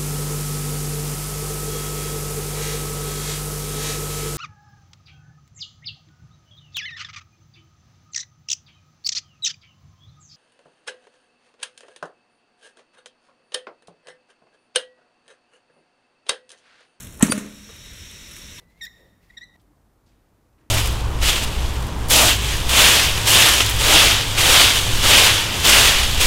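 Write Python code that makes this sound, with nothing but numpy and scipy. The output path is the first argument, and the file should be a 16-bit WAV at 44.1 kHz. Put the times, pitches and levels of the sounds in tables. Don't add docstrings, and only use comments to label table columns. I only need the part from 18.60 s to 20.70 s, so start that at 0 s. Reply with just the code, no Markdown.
import sys
import numpy as np
from scipy import signal
from scipy.fft import rfft, irfft
from scipy.io import wavfile
from scipy.ndimage import uniform_filter1d

SR = 44100
rng = np.random.default_rng(int(sys.argv[2]) if len(sys.argv) > 2 else 0)


def makeup_ratio(level_db):
    decades = np.asarray(level_db, float) / 20
    return 10 ** decades


def transcribe(u):
    v = np.clip(np.atleast_2d(u).T, -1, 1)
    q = np.round(v * 32767).astype(np.int16)
    wavfile.write(sys.argv[1], SR, q)


N = 92610
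LEAD = SR // 2
CUT_S, GAP_S, GAP_DB = .9655, .004, -24

# time in seconds, slip rate in Hz,
# level in dB before the harmonics are weighted, brightness in dB added to harmonic 2 (more to higher ones).
SQUEAK_PATHS = [
    [(0.2, 2190, -62, -20), (.208, 2204, -52, -37), (0.2118, 2158, -37, -14), (0.2127, 1918, -40.5, -1),
     (0.216, 1900, -37, -1.5), (0.226, 1821, -36.5, 0), (0.229, 1852, -39, -0.5), (0.235, 1834, -38.5, .5),
     (0.241, 1845, -37, 1), (.25, 1860, -35, -2), (.253, 1788, -48.5, 3), (.256, 1742, -45.5, -13),
     (.263, 1711, -45, -1), (0.27, 1980, -36, -3.5), (0.273, 1996, -51, -2), (0.28, 1944, -38.5, -24),
     (.285, 1950, -63, -10)],
    [(.07, 1948, -72, -12), (.11, 2050, -69, -7), (.15, 2060, -72, -21), (.17, 2110, -66, -18),
     (.197, 2200, -68, -18)],
    [(.694, 1920, -76, -2), (.699, 1933, -64, -14), (.702, 1943, -48.5, -19), (.709, 1900, -47, -8.5),
     (.713, 1800, -62, -14)],
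    [(.722, 1980, -69, -23), (.735, 2070, -59, -23), (.75, 2140, -59, -30), (.757, 2080, -80, -20)],
    [(.76, 2124, -77, -9), (.768, 2057, -53, -35), (.77, 1850, -47, -3), (.7755, 1879, -38.5, -1.37),
     (.781, 1904, -39, -0.85), (.7858, 1845, -41, -1.5), (.7878, 1770, -50, -2), (.792, 1750, -62, -2)],
    [(.806, 1790, -74, -18), (.811, 1814, -48.5, -4), (.819, 1942, -37.5, -5), (.826, 1906, -45.5, -2),
     (.831, 1990, -39.5, -7.5), (.84, 2005, -45, -1), (.847, 1940, -58, -0.5), (.853, 1965, -69, -10),
     (.87, 1980, -64, -2), (.92, 1990, -72, -15), (.94, 1985, -67.5, -26), (.97, 1975, -69, -6)],
]
EARLIER_START_S, EARLIER_LENGTH_S, EARLIER_HZ, EARLIER_DB = -.15, .05, 1965, -46
# multiple of the slip rate, weight in dB before brightness and flutter.
HARMONIC_WEIGHTS = [(1, -1.5), (2, -1.5), (3, -8.5), (4, -14.5), (5, -26), (6, -21.5), (7, -28), (8, -24.5)]
JITTER = .008
FLUTTER_DB = 2.4
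# start in seconds, length in seconds,
# peak level of the chatter in dB, extra scatter as a share of the slip rate.
CHATTER_MOMENTS = [(0.064, 0.11, -80, 0.031), (0.217, 0.035, -53.5, 0.0027), (0.245, 0.02, -44.5, 0.014),
                   (0.689, 0.035, -76, 0.023), (0.71, 0.057, -74, 0.015), (.768, 0.04, -74, 0.014),
                   (0.804, 0.033, -66, 0.003)]
# centre in Hz, width of each of two filter passes in Hz, relative level in dB.
CHATTER_TONES = [(2450, 270, -1), (3390, 250, 7.5), (5000, 1500, 9), (6940, 1100, 8)]
# pitch in Hz, width in Hz, gain in dB.
BRACKET_RINGS = [(13090, 14, 18)]

# time in seconds, level in dB before it wavers.
ROLL_LEVEL = [(0, -68), (.04, -70.5), (.07, -90), (.11, -69), (.19, -69.5), (.3, -72), (.45, -70),
              (.5, -71), (.58, -88), (.63, -69.5), (.66, -62.5), (0.731, -69), (0.761, -67), (.9, -87),
              (0.972, -70)]
# frequency in Hz, relative strength in dB per Hz.
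ROLL_SPECTRUM = [(900, -40), (1500, -7.5), (2100, 3), (2350, -3), (2600, 1.5), (3000, -4), (4500, -5),
                 (7000, -10.5), (11000, -12), (15800, -13.5)]
GRAIN_DB, GRAINS_PER_S = 1.5, 1500

# band centre in Hz, time to fall 60 dB in seconds, relative gain in dB.
ROOM_DECAY = [(980, 0.4, 8.5), (1900, 1.25, -1.5), (3760, 0.92, -2.5), (6050, 0.8, 0), (8100, 0.9, -4),
              (13600, 1.16, -1.5)]
TAIL_DB, EARLY_DB, EARLY_S = -16, -14, 0.017

# start in seconds, length in seconds,
# peak level in dB, centre in Hz.
HAND_RUBS = [(0, 0.042, -62, 422), (0.143, 0.054, -71, 463), (0.351, 0.17, -61.5, 468),
             (0.953, 0.0089, -59, 590), (1.983, 0.096, -68, 388)]
# start in seconds, decay time in seconds,
# level in dB before the fade, centre in Hz.
PAPER_RUSTLES = [(.995, 0.019, -67.5, 3450), (1.012, 0.012, -67.5, 9000), (1.46, 0.065, -68, 4500),
                 (1.48, 0.22, -75, 2290), (1.926, 0.02, -75, 3500), (1.98, .03, -67, 1700),
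                 (2.008, 0.056, -68, 1480), (2.005, 0.026, -77, 5000)]

# frequency in Hz, relative strength in dB per Hz.
ROOM_SPECTRUM = [(41, -35.5), (70, -5), (82, -1.5), (129, -3.5), (151, -11), (181, -8), (291, -8.5),
                 (408, -13.5), (1080, -18.5), (2850, -32.5), (15600, -36)]
ROOM_NOISE_DB = -63
HUM_HZ, HUM_DB = 51.4, -67.5
# centre in Hz, width of each of two filter passes in Hz, level in dB.
FIRST_SHOT_DRONES = [(112.4, 46, -70), (177, 27, -66.5)]
# start in seconds, length in seconds, peak level in dB.
TONE_SWELLS = [(1.06, 0.11, -66), (1.77, 0.08, -67.5), (1.97, 0.14, -64.5)]


def squeak(t, rows):
    r = np.array(rows, float)
    hz, db, bright = (np.interp(t, r[:, 0], r[:, k]) for k in range(1, 4))
    gate = np.clip(np.minimum(t - r[0, 0], r[-1, 0] - t) / 0.0023, 0, 1)

    scatter = JITTER + sum(share * swell(t, s, length) for s, length, _, share in CHATTER_MOMENTS)
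    slip_rate = hz * (1 + scatter * walk(len(t), 1200))
    phase = 2 * np.pi * np.cumsum(slip_rate) / SR

    tone = np.zeros(len(t))
    for k, weight_db in HARMONIC_WEIGHTS:
        flutter = FLUTTER_DB * (k > 1) * walk(len(t), 150)
        loudness = makeup_ratio(weight_db + bright * (k - 1) ** 1.29 + flutter)
        tone += loudness * np.cos(k * phase + 0.797 * k * k)
    return gate * makeup_ratio(db) * np.sqrt(2) * tone


def chatter(t):
    grains = grainy(len(t))
    bands = sum(makeup_ratio(db) * level(band_twice(grains, hz, w), 0) for hz, w, db in CHATTER_TONES)
    loudness = sum(makeup_ratio(db) * swell(t, s, length) for s, length, db, _ in CHATTER_MOMENTS)
    return level(bands, 0) * loudness


def bracket(slips):
    return sum(makeup_ratio(db) * band(slips, hz, w) for hz, w, db in BRACKET_RINGS)


def axle(t):
    earlier = [(EARLIER_START_S, EARLIER_HZ, EARLIER_DB, -9),
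               (EARLIER_START_S + EARLIER_LENGTH_S, 1.02 * EARLIER_HZ, EARLIER_DB, -9)]
    slips = sum(squeak(t, rows) for rows in [earlier, *SQUEAK_PATHS])
    slips = slips + chatter(t)
    return slips + bracket(slips)


def rolling(t):
    times, db = np.array(ROLL_LEVEL).T
    loudness = makeup_ratio(np.interp(t, times, db) + 3.1 * walk(N, 30))
    return coloured(grainy(N), ROLL_SPECTRUM) * loudness


def studio(x):
    t = np.arange(SR) / SR
    tail = np.zeros(SR)
    for hz, t60, db in ROOM_DECAY:
        fade = np.exp(-np.log(1000) * t / t60)
        tail += makeup_ratio(db) * band_twice(rng.standard_normal(SR), hz, hz / 2) * fade
    early = rng.standard_normal(SR) * np.exp(-t / EARLY_S)

    onset = np.clip((t - .003) / 0.0014, 0, 1)
    tail = onset * tail / np.sqrt(np.sum(tail ** 2))
    early = onset * early / np.sqrt(np.sum(early ** 2))
    return signal.fftconvolve(x, makeup_ratio(TAIL_DB) * tail + makeup_ratio(EARLY_DB) * early)[:len(x)]


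def rubs(t):
    out = np.zeros(N)
    for s, length, db, hz in HAND_RUBS:
        out += swell(t, s, length) * level(band_twice(grainy(N), hz, 0.58 * hz), db)
    return out


def rustles(t):
    out = np.zeros(N)
    for s, decay, db, hz in PAPER_RUSTLES:
        shape = np.clip((t - s) / 0.0029, 0, 1) * np.exp(-np.clip(t - s, 0, None) / decay)
        out += shape * level(band(band(grainy(N), hz, 0.96 * hz), hz, 1.3 * hz), db)
    return out


def hum(t):
    loudness = makeup_ratio(2.0 * walk(N, 17))
    pitch = HUM_HZ * (1 + 0.0588 * walk(N, 7.7))
    return level(loudness * np.sin(2 * np.pi * np.cumsum(pitch) / SR), HUM_DB)


def drone(hz, width, db):
    return level(band_twice(rng.standard_normal(N), hz, width), db)


def background(t):
    air = level(coloured(rng.standard_normal(N), ROOM_SPECTRUM), ROOM_NOISE_DB)
    rumble = drone(42.3, 43, -66.5)
    first_shot = sum(drone(*row) for row in FIRST_SHOT_DRONES) * (t < CUT_S)
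    tone = drone(295.5, 15, 0) * sum(makeup_ratio(db) * swell(t, s, length) for s, length, db in TONE_SWELLS)
    return air + rumble + hum(t) + first_shot + tone


def level(x, db):
    return x * makeup_ratio(db) / np.sqrt(np.mean(x ** 2) + 1e-30)


def band(x, hz, width):
    return signal.lfilter(*signal.iirpeak(min(hz, .45 * SR), hz / width, SR), x)


def band_twice(x, hz, width):
    return band(band(x, hz, width), hz, width)


def coloured(x, points):
    hz, db = np.array(points).T
    f = np.arange(len(x) // 2 + 1) * SR / len(x) + 1
    gain_db = np.interp(np.log(f), np.log(hz), db, left=-80, right=-80)
    return level(irfft(rfft(x) * makeup_ratio(gain_db), len(x)), 0)


def walk(size, rate):
    k = max(int(SR / rate), 1)
    return level(uniform_filter1d(uniform_filter1d(rng.standard_normal(size), k), k), 0)


def grainy(size):
    k = int(SR / GRAINS_PER_S)
    jumps_db = GRAIN_DB * rng.exponential(size=size // k + 1)
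    loudness = np.repeat(makeup_ratio(jumps_db), k)[:size]
    return level(loudness * rng.standard_normal(size), 0)


def swell(t, s, length):
    return np.sin(np.pi * np.clip((t - s) / length, 0, 1))


def scene():
    t = np.arange(N) / SR
    near = axle(np.arange(-LEAD, N) / SR)
    roller = (near + studio(near))[LEAD:] + rolling(t)
    mix = roller * (t < CUT_S) + rubs(t) + rustles(t) + background(t)
    gap = np.where((t > CUT_S) & (t < CUT_S + GAP_S), makeup_ratio(GAP_DB), 1)
    return (mix * gap)[None]


def roll_off(x):
    return signal.sosfilt(signal.butter(12, 15700, fs=SR, output="sos"), x)


def record(dry):
    return roll_off(dry)


dry = scene()
out = record(dry)
transcribe(out)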